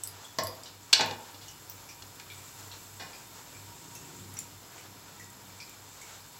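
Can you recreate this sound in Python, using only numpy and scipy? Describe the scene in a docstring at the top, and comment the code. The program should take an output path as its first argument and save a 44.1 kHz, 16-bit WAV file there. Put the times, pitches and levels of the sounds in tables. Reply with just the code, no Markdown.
"""Whole spices fry gently in oil in a steel pot in a small kitchen. From the start tiny bubbles sizzle,
spices pop and a tap drips steadily, over a gas flame's hiss, a low rumble and an appliance's hum.
The pot is tilted and knocks on its trivet, hardest near 1 s; the microphone's gain dips a moment later.
Lighter knocks and ticks follow until 3 s. The sizzle swells near 2.5 s and again near 6 s;
pops and drips go on to the end."""
import sys
import numpy as np
from scipy import signal
from scipy.fft import rfft, irfft, next_fast_len
from scipy.io import wavfile
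from scipy.ndimage import uniform_filter1d

SR = 44100
rng = np.random.default_rng(int(sys.argv[2]) if len(sys.argv) > 2 else 0)


def wav_out(sig):
    """Save sig, one row per channel (or a flat mono array), as 16-bit PCM at SR to the path in sys.argv[1]."""
    wavfile.write(sys.argv[1], SR, np.round(np.clip(np.atleast_2d(sig).T, -1, 1) * 32767).astype(np.int16))


N = 281799


def sizzle():
    """Tiny bubbles at the spices: a treble band and a top hiss, both flickering."""
    # vigour of the frying: t/s, sizzle level/dB, top hiss level/dB
    vigour = [(0, -57.5, -58.5), (0.9, -58, -59.5), (1.3, -54.5, -56), (2.1, -55, -56.5),
              (2.55, -50.5, -55), (3.3, -53, -56), (4.2, -52.5, -56.5), (4.9, -56.5, -57.5),
              (5.75, -56, -58), (6.1, -51.5, -57.5), (6.39, -57, -57)]
    # sizzle spectrum: f/Hz, relative density/dB
    sizzle_spectrum = [(2900, -13.5), (5000, -14), (6340, -10), (7440, -0.5), (7750, -1), (8700, -8.5),
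                       (9200, -16.5), (12000, -41), (20000, -120)]
    # top hiss spectrum: f/Hz, relative density/dB
    hiss_spectrum = [(5000, -45), (8500, -1), (9200, -1.5), (10000, 0.5), (12100, 1), (15000, -4),
                     (15800, -2), (15950, -53)]
    sizzle_db, hiss_db = curves(vigour)
    band = amp(sizzle_db + 1.1 * drift(4) + .6 * drift(14)) * bubbles(sizzle_spectrum)
    hiss = amp(hiss_db + .4 * drift(14)) * bubbles(hiss_spectrum)
    return band + hiss


def bubbles(spectrum, rate_per_s=1500, spread_db=4.5, grain_db=-7):
    """Dense uneven bubble clicks on smooth noise; rms 1."""
    sizes = amp(spread_db * np.minimum(rng.exponential(1, N), 5)) * rng.choice([-1, 1], N)
    bursts = rng.random(N) < rate_per_s * amp(3 * drift(5)) / SR
    return coloured(rng.standard_normal(N) + amp(grain_db) * unit_rms(sizes * bursts), spectrum)


def pops(ring_s=0.00077, click_db=-12):
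    """Sharp pops, and one bright tap drip near 1.06 s: each a click and two short pitches."""
    # pops and the one drip: t/s, peak level/dB, low f/Hz, high f/Hz, high re low/dB
    events = [(0.0355, -16, 8270, 9700, -6.5), (0.0735, -22.5, 4930, 11400, 8.5),
              (0.283, -44, 6000, 11000, -20), (0.386, -17, 5060, 10500, -33),
              (0.4353, -23.5, 7700, 10900, 1), (0.4697, -20.5, 4900, 11400, 4.5),
              (0.5514, -37, 5030, 11800, 4), (0.634, -30.5, 5200, 7300, 5), (1.0595, -30.5, 7000, 12500, 6),
              (1.697, -25.5, 5800, 14740, 13), (2.3785, -37, 7740, 12500, -18),
              (2.589, -35, 7260, 12400, -11), (3.9516, -28.5, 6150, 11000, 5),
              (4.3393, -34, 7000, 10600, 3), (4.369, -33, 5700, 11200, -21), (4.389, -17, 7360, 9350, -1.5),
              (5.242, -40, 7000, 14600, -19), (5.301, -35, 7400, 12100, -20),
              (5.6945, -34.5, 7200, 13600, 3), (6.1429, -42, 3730, 7000, -1), (6.205, -46, 5000, 7500, -2)]
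    faint = rng.uniform([0, -48, 3500, 10000, -20], [N / SR, -40, 8000, 14500, 0], size=(13, 5))
    out, width_hz = np.zeros(N), 1 / (np.pi * ring_s)
    highpass = signal.butter(2, 3500, "high", fs=SR, output="sos")
    for t_s, peak_db, low_hz, high_hz, high_db in [*events, *faint]:
        crack = puff(0.0017, 0.00054, 2000)
        low = unit_peak(resonate(crack, low_hz, width_hz, 8 * width_hz))
        high = unit_peak(resonate(crack, high_hz, 7.5 * width_hz, 7.8 * width_hz))
        click = unit_peak(signal.sosfilt(highpass, puff(0.0044, 0.00085, 2000)))
        add(out, t_s, amp(peak_db) * unit_peak(low + amp(high_db) * high + amp(click_db) * click))
    return out


def pot_knocks(rattle_db=-1.1, top_re_rim_db=-6.5, lowpass_hz=8800):
    """A short rough contact rings the pot and rattles the trivet. Returns direct sound and room feed."""
    # pot on trivet: t/s, band level/dB (boom, base, wall, rim), contact/s, t60 factor, room send/dB
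    blows = [(0.3858, -30, -19, -32, -20.5, 0.0034, 0.35, -3),
             (0.928, -39, -23, -17, -1.5, 0.0062, 0.44, -3.5),
             (0.996, -33, -19.5, -23.5, -36, 0.0018, 0.16, 1),
             (1.007, -29.5, -28, -20, -16, 0.00313, 1.0, -4.5),
             (1.11, -32, -37, -43, -28.5, 0.0015, 0.9, -9), (1.343, -43, -49, -62, -37.5, 0.004, 0.69, -3),
             (1.409, -77, -75, -68, -46, 0.0058, 2.1, 8.5), (2.022, -70, -70, -48, -32.5, 0.0016, 0.4, -18),
             (2.198, -70, -70, -37, -33, 0.0015, 0.5, -7),
             (2.995, -46, -41.5, -39, -35.5, 0.011, 1.15, 0.5)]
    # steel pot modes: f/Hz, relative level/dB, t60/s
    pot_modes = [(160, -1, .15), (235, 0, .15), (340, -9, .15), (506, -1, .15), (653, -6, .22),
                 (797, 0, .2), (921, -2, .2), (1055, -5, .2), (1500, -3, .1), (1610, 0, .15),
                 (1760, -1, .15), (1976, -8, .15), (2444, 1, .17), (2875, 3, .12), (3400, 1, .1),
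                 (3466, -1, .12), (3580, 0, .12), (4059, 0, .15), (4273, 0, .15), (4326, -2, .15),
                 (4571, -1, .15), (4614, -1, .15), (5003, -2, .12), (5210, -1, .15), (5560, 0, .3),
                 (5927, -6, .08), (6744, -3, .08), (6980, -2, .08), (7670, 1, .12)]
    # trivet rattle, one row a band: f/Hz, width/Hz
    trivet = [(240, 300), (750, 520), (1700, 1200), (4200, 2400), (7300, 1800)]
    edges_hz = [100, 450, 1200, 2800, 5800, 8300]
    direct, room_feed = np.zeros((2, N))
    for t_s, boom_db, base_db, wall_db, rim_db, contact_s, sustain, room_db in blows:
        bands_db = boom_db, base_db, wall_db, rim_db, rim_db + top_re_rim_db
        rise_s = 0.8 * contact_s
        contact = puff(0.39 * contact_s, rise_s, SR // 3)
        blow = 0
        for low_hz, high_hz, band_db, (rattle_hz, width_hz) in zip(
                edges_hz, edges_hz[1:], bands_db, trivet):
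            ring = 0
            for f_hz, mode_db, t60_s in pot_modes:
                if low_hz <= f_hz < high_hz:
                    mode_width_hz = np.log(1000) / np.pi / (sustain * t60_s)
                    gain = amp(mode_db + rng.normal(0, 0.98))
                    ring += gain * unit_rms(resonate(contact, f_hz, mode_width_hz))
            shaking = puff(1.4 * contact_s, rise_s, SR // 3)
            rattle = resonate(shaking, rattle_hz, width_hz, width_hz)
            blow += amp(band_db) * unit_peak(unit_rms(ring) + amp(rattle_db) * unit_rms(rattle))
        blow = signal.lfilter(*signal.butter(1, lowpass_hz, fs=SR), blow)
        add(direct, t_s, blow)
        add(room_feed, t_s, amp(room_db) * blow)
    return direct, room_feed


def tap_drips(ring_s=0.004, splash_s=0.0077):
    """Each drop sets a bubble ringing unsteadily; the splash is a short hiss."""
    # drops: t/s, plink level/dB, plink f/Hz, splash level/dB, splash f/Hz
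    drops = [(0.2434, -39.5, 3440, -35.5, 7700), (0.6552, -46, 2900, -35, 4300),
             (1.48, -40.5, 2996, -33.5, 6040), (1.887, -40.5, 2380, -36, 5770),
             (2.2988, -38, 2340, -37.5, 3430), (2.7134, -47, 2750, -34, 4140),
             (3.1308, -40, 2380, -39, 4900), (3.5464, -43, 2350, -49, 7330),
             (3.9529, -45, 2690, -32.5, 6460), (4.366, -40, 2310, -40, 6900),
             (4.7785, -39, 2250, -36.5, 7400), (5.1948, -43, 1920, -35.5, 7000),
             (5.601, -37.5, 2305, -33.5, 4870), (6.012, -42, 2240, -33.5, 7060)]
    out, width_hz = np.zeros(N), 1 / (np.pi * ring_s)
    for t_s, plink_db, plink_hz, splash_db, splash_hz in drops:
        plink = resonate(puff(0.0016, 0.0043, 3000), plink_hz, width_hz, 22 * width_hz)
        splash = resonate(puff(splash_s, 0.0026, 3000), splash_hz, 0.17 * splash_hz, 1.5 * splash_hz)
        add(out, t_s, amp(plink_db) * unit_peak(plink) + amp(splash_db) * unit_peak(splash))
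    return out


def gas_flame(level_db=-53.5, flicker_db=1.57):
    """Burning gas: a broad, flickering hiss."""
    # flame spectrum: f/Hz, relative density/dB
    spectrum = [(240, -36), (400, -5.5), (608, -7), (946, -2), (1120, -5.5), (1380, -5), (2000, -10.5),
                (2290, -11.5), (2680, -11), (6000, -11.5), (7800, -7), (13200, -120)]
    return amp(level_db + flicker_db * drift(6.7)) * coloured(rng.standard_normal(N), spectrum)


def hum_and_boom(hum_hz=98.6, waver_hz=1.153, throb_hz=3.15, throb_depth=0.6, dip_at_s=0.3):
    """Throbbing low hum with its octave, plus the pot's low boom just after the knocks at 0.4 s and 1 s."""
    # low hum, with the pot's boom at 0.45 s and 1.05 s: t/s, level/dB
    low_level = [(0, -55), (0.36, -63.5), (0.45, -48.5), (0.65, -63), (0.95, -61), (1.05, -53),
                 (1.4, -60.5), (1.6, -61), (2.9, -56.5), (3.3, -66.5), (3.7, -55.5), (4.0, -66),
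                 (4.35, -51), (4.66, -65), (5.0, -60), (6.39, -64)]
    # octave: t/s, level/dB
    octave_level = [(0, -77), (4.1, -75), (4.22, -57), (4.5, -64.5), (4.65, -92), (4.9, -68), (5.0, -68),
                    (5.45, -62.5), (5.6, -72), (6.39, -78)]
    (low_db,), (octave_db,) = curves(low_level), curves(octave_level)
    throb = 1 - throb_depth * np.cos(2 * np.pi * throb_hz * (np.arange(N) / SR - dip_at_s))
    phase = 2 * np.pi * np.cumsum(hum_hz + waver_hz * drift(3.84)) / SR
    low = amp(low_db) * throb * np.sin(phase)
    return np.sqrt(2) * (low + amp(octave_db) * np.sin(2 * phase))


def rumble():
    """Low noise that swells near 4.2 s."""
    # rumble spectrum: f/Hz, relative density/dB
    spectrum = [(30, -58), (45, -30), (75, -11), (120, -1), (160, -3), (210, -11), (280, -4), (500, -15.5),
                (650, -49), (1100, -98)]
    # rumble envelope: t/s, level/dB
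    envelope = [(0, -61), (0.78, -60), (1.15, -60), (1.5, -59.5), (3.4, -60), (4.2, -53.5), (4.6, -58.5),
                (5.36, -58), (5.6, -60.5), (6.39, -62)]
    level_db, = curves(envelope)
    return amp(level_db + .5 * drift(3.2)) * coloured(rng.standard_normal(N), spectrum)


def faint_tones():
    """Narrow noise bands: wavering tones and resonances in the hiss."""
    # noise bands: f/Hz, width/Hz, level/dB
    bands = [(947, 15, -65.5), (56.5, 11, -72), (2317, 38, -73), (3600, 110, -69), (4314, 240, -69),
             (5110, 360, -66)]
    return sum(amp(level_db) * unit_rms(resonate(rng.standard_normal(N), f_hz, width_hz, width_hz))
               for f_hz, width_hz, level_db in bands)


def kitchen_reverb(x, gap_s=.002, rise_s=0.00083):
    """Dense reflections after a short gap, each band dying at its own rate."""
    # room decay: f/Hz, t60/s
    decay = [(100, 0.4), (500, 0.66), (1500, 0.47), (4000, 0.32), (8000, 0.17), (16000, 0.23)]
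    t_s, tail = np.arange(SR) / SR, 0
    edges_hz = np.geomspace(60, 16500, num=13)
    for low_hz, high_hz in zip(edges_hz, edges_hz[1:]):
        bandpass = signal.butter(2, [low_hz, high_hz], "band", fs=SR, output="sos")
        t60_s = at_hz(decay, np.sqrt(low_hz * high_hz))
        tail += signal.sosfilt(bandpass, rng.standard_normal(SR)) * amp(-60 * t_s / t60_s)
    tail *= np.clip((t_s - gap_s) / rise_s, 0, 1)
    return signal.fftconvolve(x, tail / np.sqrt(np.sum(tail ** 2)))[:N]


def amp(level_db):
    """dB to gain."""
    return 10 ** (np.asarray(level_db) / 20)


def unit_rms(x):
    """Scale to rms 1."""
    return x / np.sqrt(np.mean(x ** 2) + 1e-20)


def unit_peak(x):
    """Scale to peak 1."""
    return x / np.max(np.abs(x))


def curves(rows):
    """Columns after t/s, interpolated to one value a sample."""
    t_s, *columns = np.transpose(rows)
    return [np.interp(np.arange(N) / SR, t_s, column) for column in columns]


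def at_hz(rows, f_hz):
    """Table lookup on a log-frequency axis."""
    knots_hz, values = np.transpose(rows)
    return np.interp(np.log(f_hz + 1), np.log(knots_hz), values)


def drift(corner_hz):
    """Slow low-passed noise; rms about 1."""
    hop = 40
    pole = np.exp(-2 * np.pi * corner_hz * hop / SR)
    noise = rng.standard_normal(N // hop + 2002)
    slow = signal.lfilter([1], [1, -2 * pole, pole * pole], noise)[2000:]
    return np.interp(np.arange(N) / hop, np.arange(len(slow)), unit_rms(slow))


def resonate(x, f_hz, *widths_hz):
    """Two-pole resonators in series, one per width; peak gain 1."""
    for width_hz in widths_hz:
        r = np.exp(-np.pi * width_hz / SR)
        feedback = [1, -2 * r * np.cos(2 * np.pi * f_hz / SR), r * r]
        x = signal.lfilter((1 - r * r) / 2 * np.array([1, 0, -1]), feedback, x)
    return x


def coloured(x, spectrum):
    """Shape by a spectrum; rms 1."""
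    size = next_fast_len(N)
    gain = amp(at_hz(spectrum, np.arange(size // 2 + 1) * SR / size))
    return unit_rms(irfft(rfft(x, size) * gain, size)[:N])


def puff(decay_s, rise_s, samples):
    """Noise burst: linear rise times exponential decay."""
    t_s = np.arange(samples) / SR
    return rng.standard_normal(samples) * np.exp(-t_s / decay_s) * np.minimum(t_s / rise_s, 1) + 1e-18


def add(track, t_s, sound):
    """Mix a sound in at t_s."""
    start = round(t_s * SR)
    track[start:start + len(sound)] += sound[:N - start]


def scene():
    """All sources at one microphone; knocks, pops and drips also arrive off the walls."""
    (pot, pot_room_feed), popping, tap = pot_knocks(), pops(), tap_drips()
    walls = kitchen_reverb(pot_room_feed + amp(-2.2) * popping + amp(-1) * tap)
    bed = rumble() + gas_flame() + sizzle() + hum_and_boom() + faint_tones()
    mono = pot + popping + amp(-3.5) * tap + walls + bed
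    return np.array([mono, mono])


def record(dry, limit_db=-7.5, release_db_per_s=92.0, lag_s=0.008, cutoff_hz=16500):
    """Housing notch, soft clip, a gain that drops just after a loud peak and recovers, then low-pass."""
    # microphone housing notch: f/Hz, width/Hz, depth (0-1)
    notch = (8870, 3630, 0.59)
    notch_hz, width_hz, depth = notch
    notched = dry - depth * resonate(dry, notch_hz, width_hz)
    over_db = np.maximum(20 * np.log10(np.abs(notched[0]) + 1e-9) - limit_db, 0)
    release_db = release_db_per_s * np.arange(N) / SR
    held_db = np.maximum.accumulate(over_db + release_db) - release_db
    reduction_db = np.interp(np.arange(N) - lag_s * SR, np.arange(N), held_db)
    limited = np.tanh(notched) * amp(-uniform_filter1d(reduction_db, size=20))
    return signal.sosfilt(signal.ellip(10, .5, 60, cutoff_hz, fs=SR, output="sos"), limited)


dry = scene()
out = record(dry)
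wav_out(out)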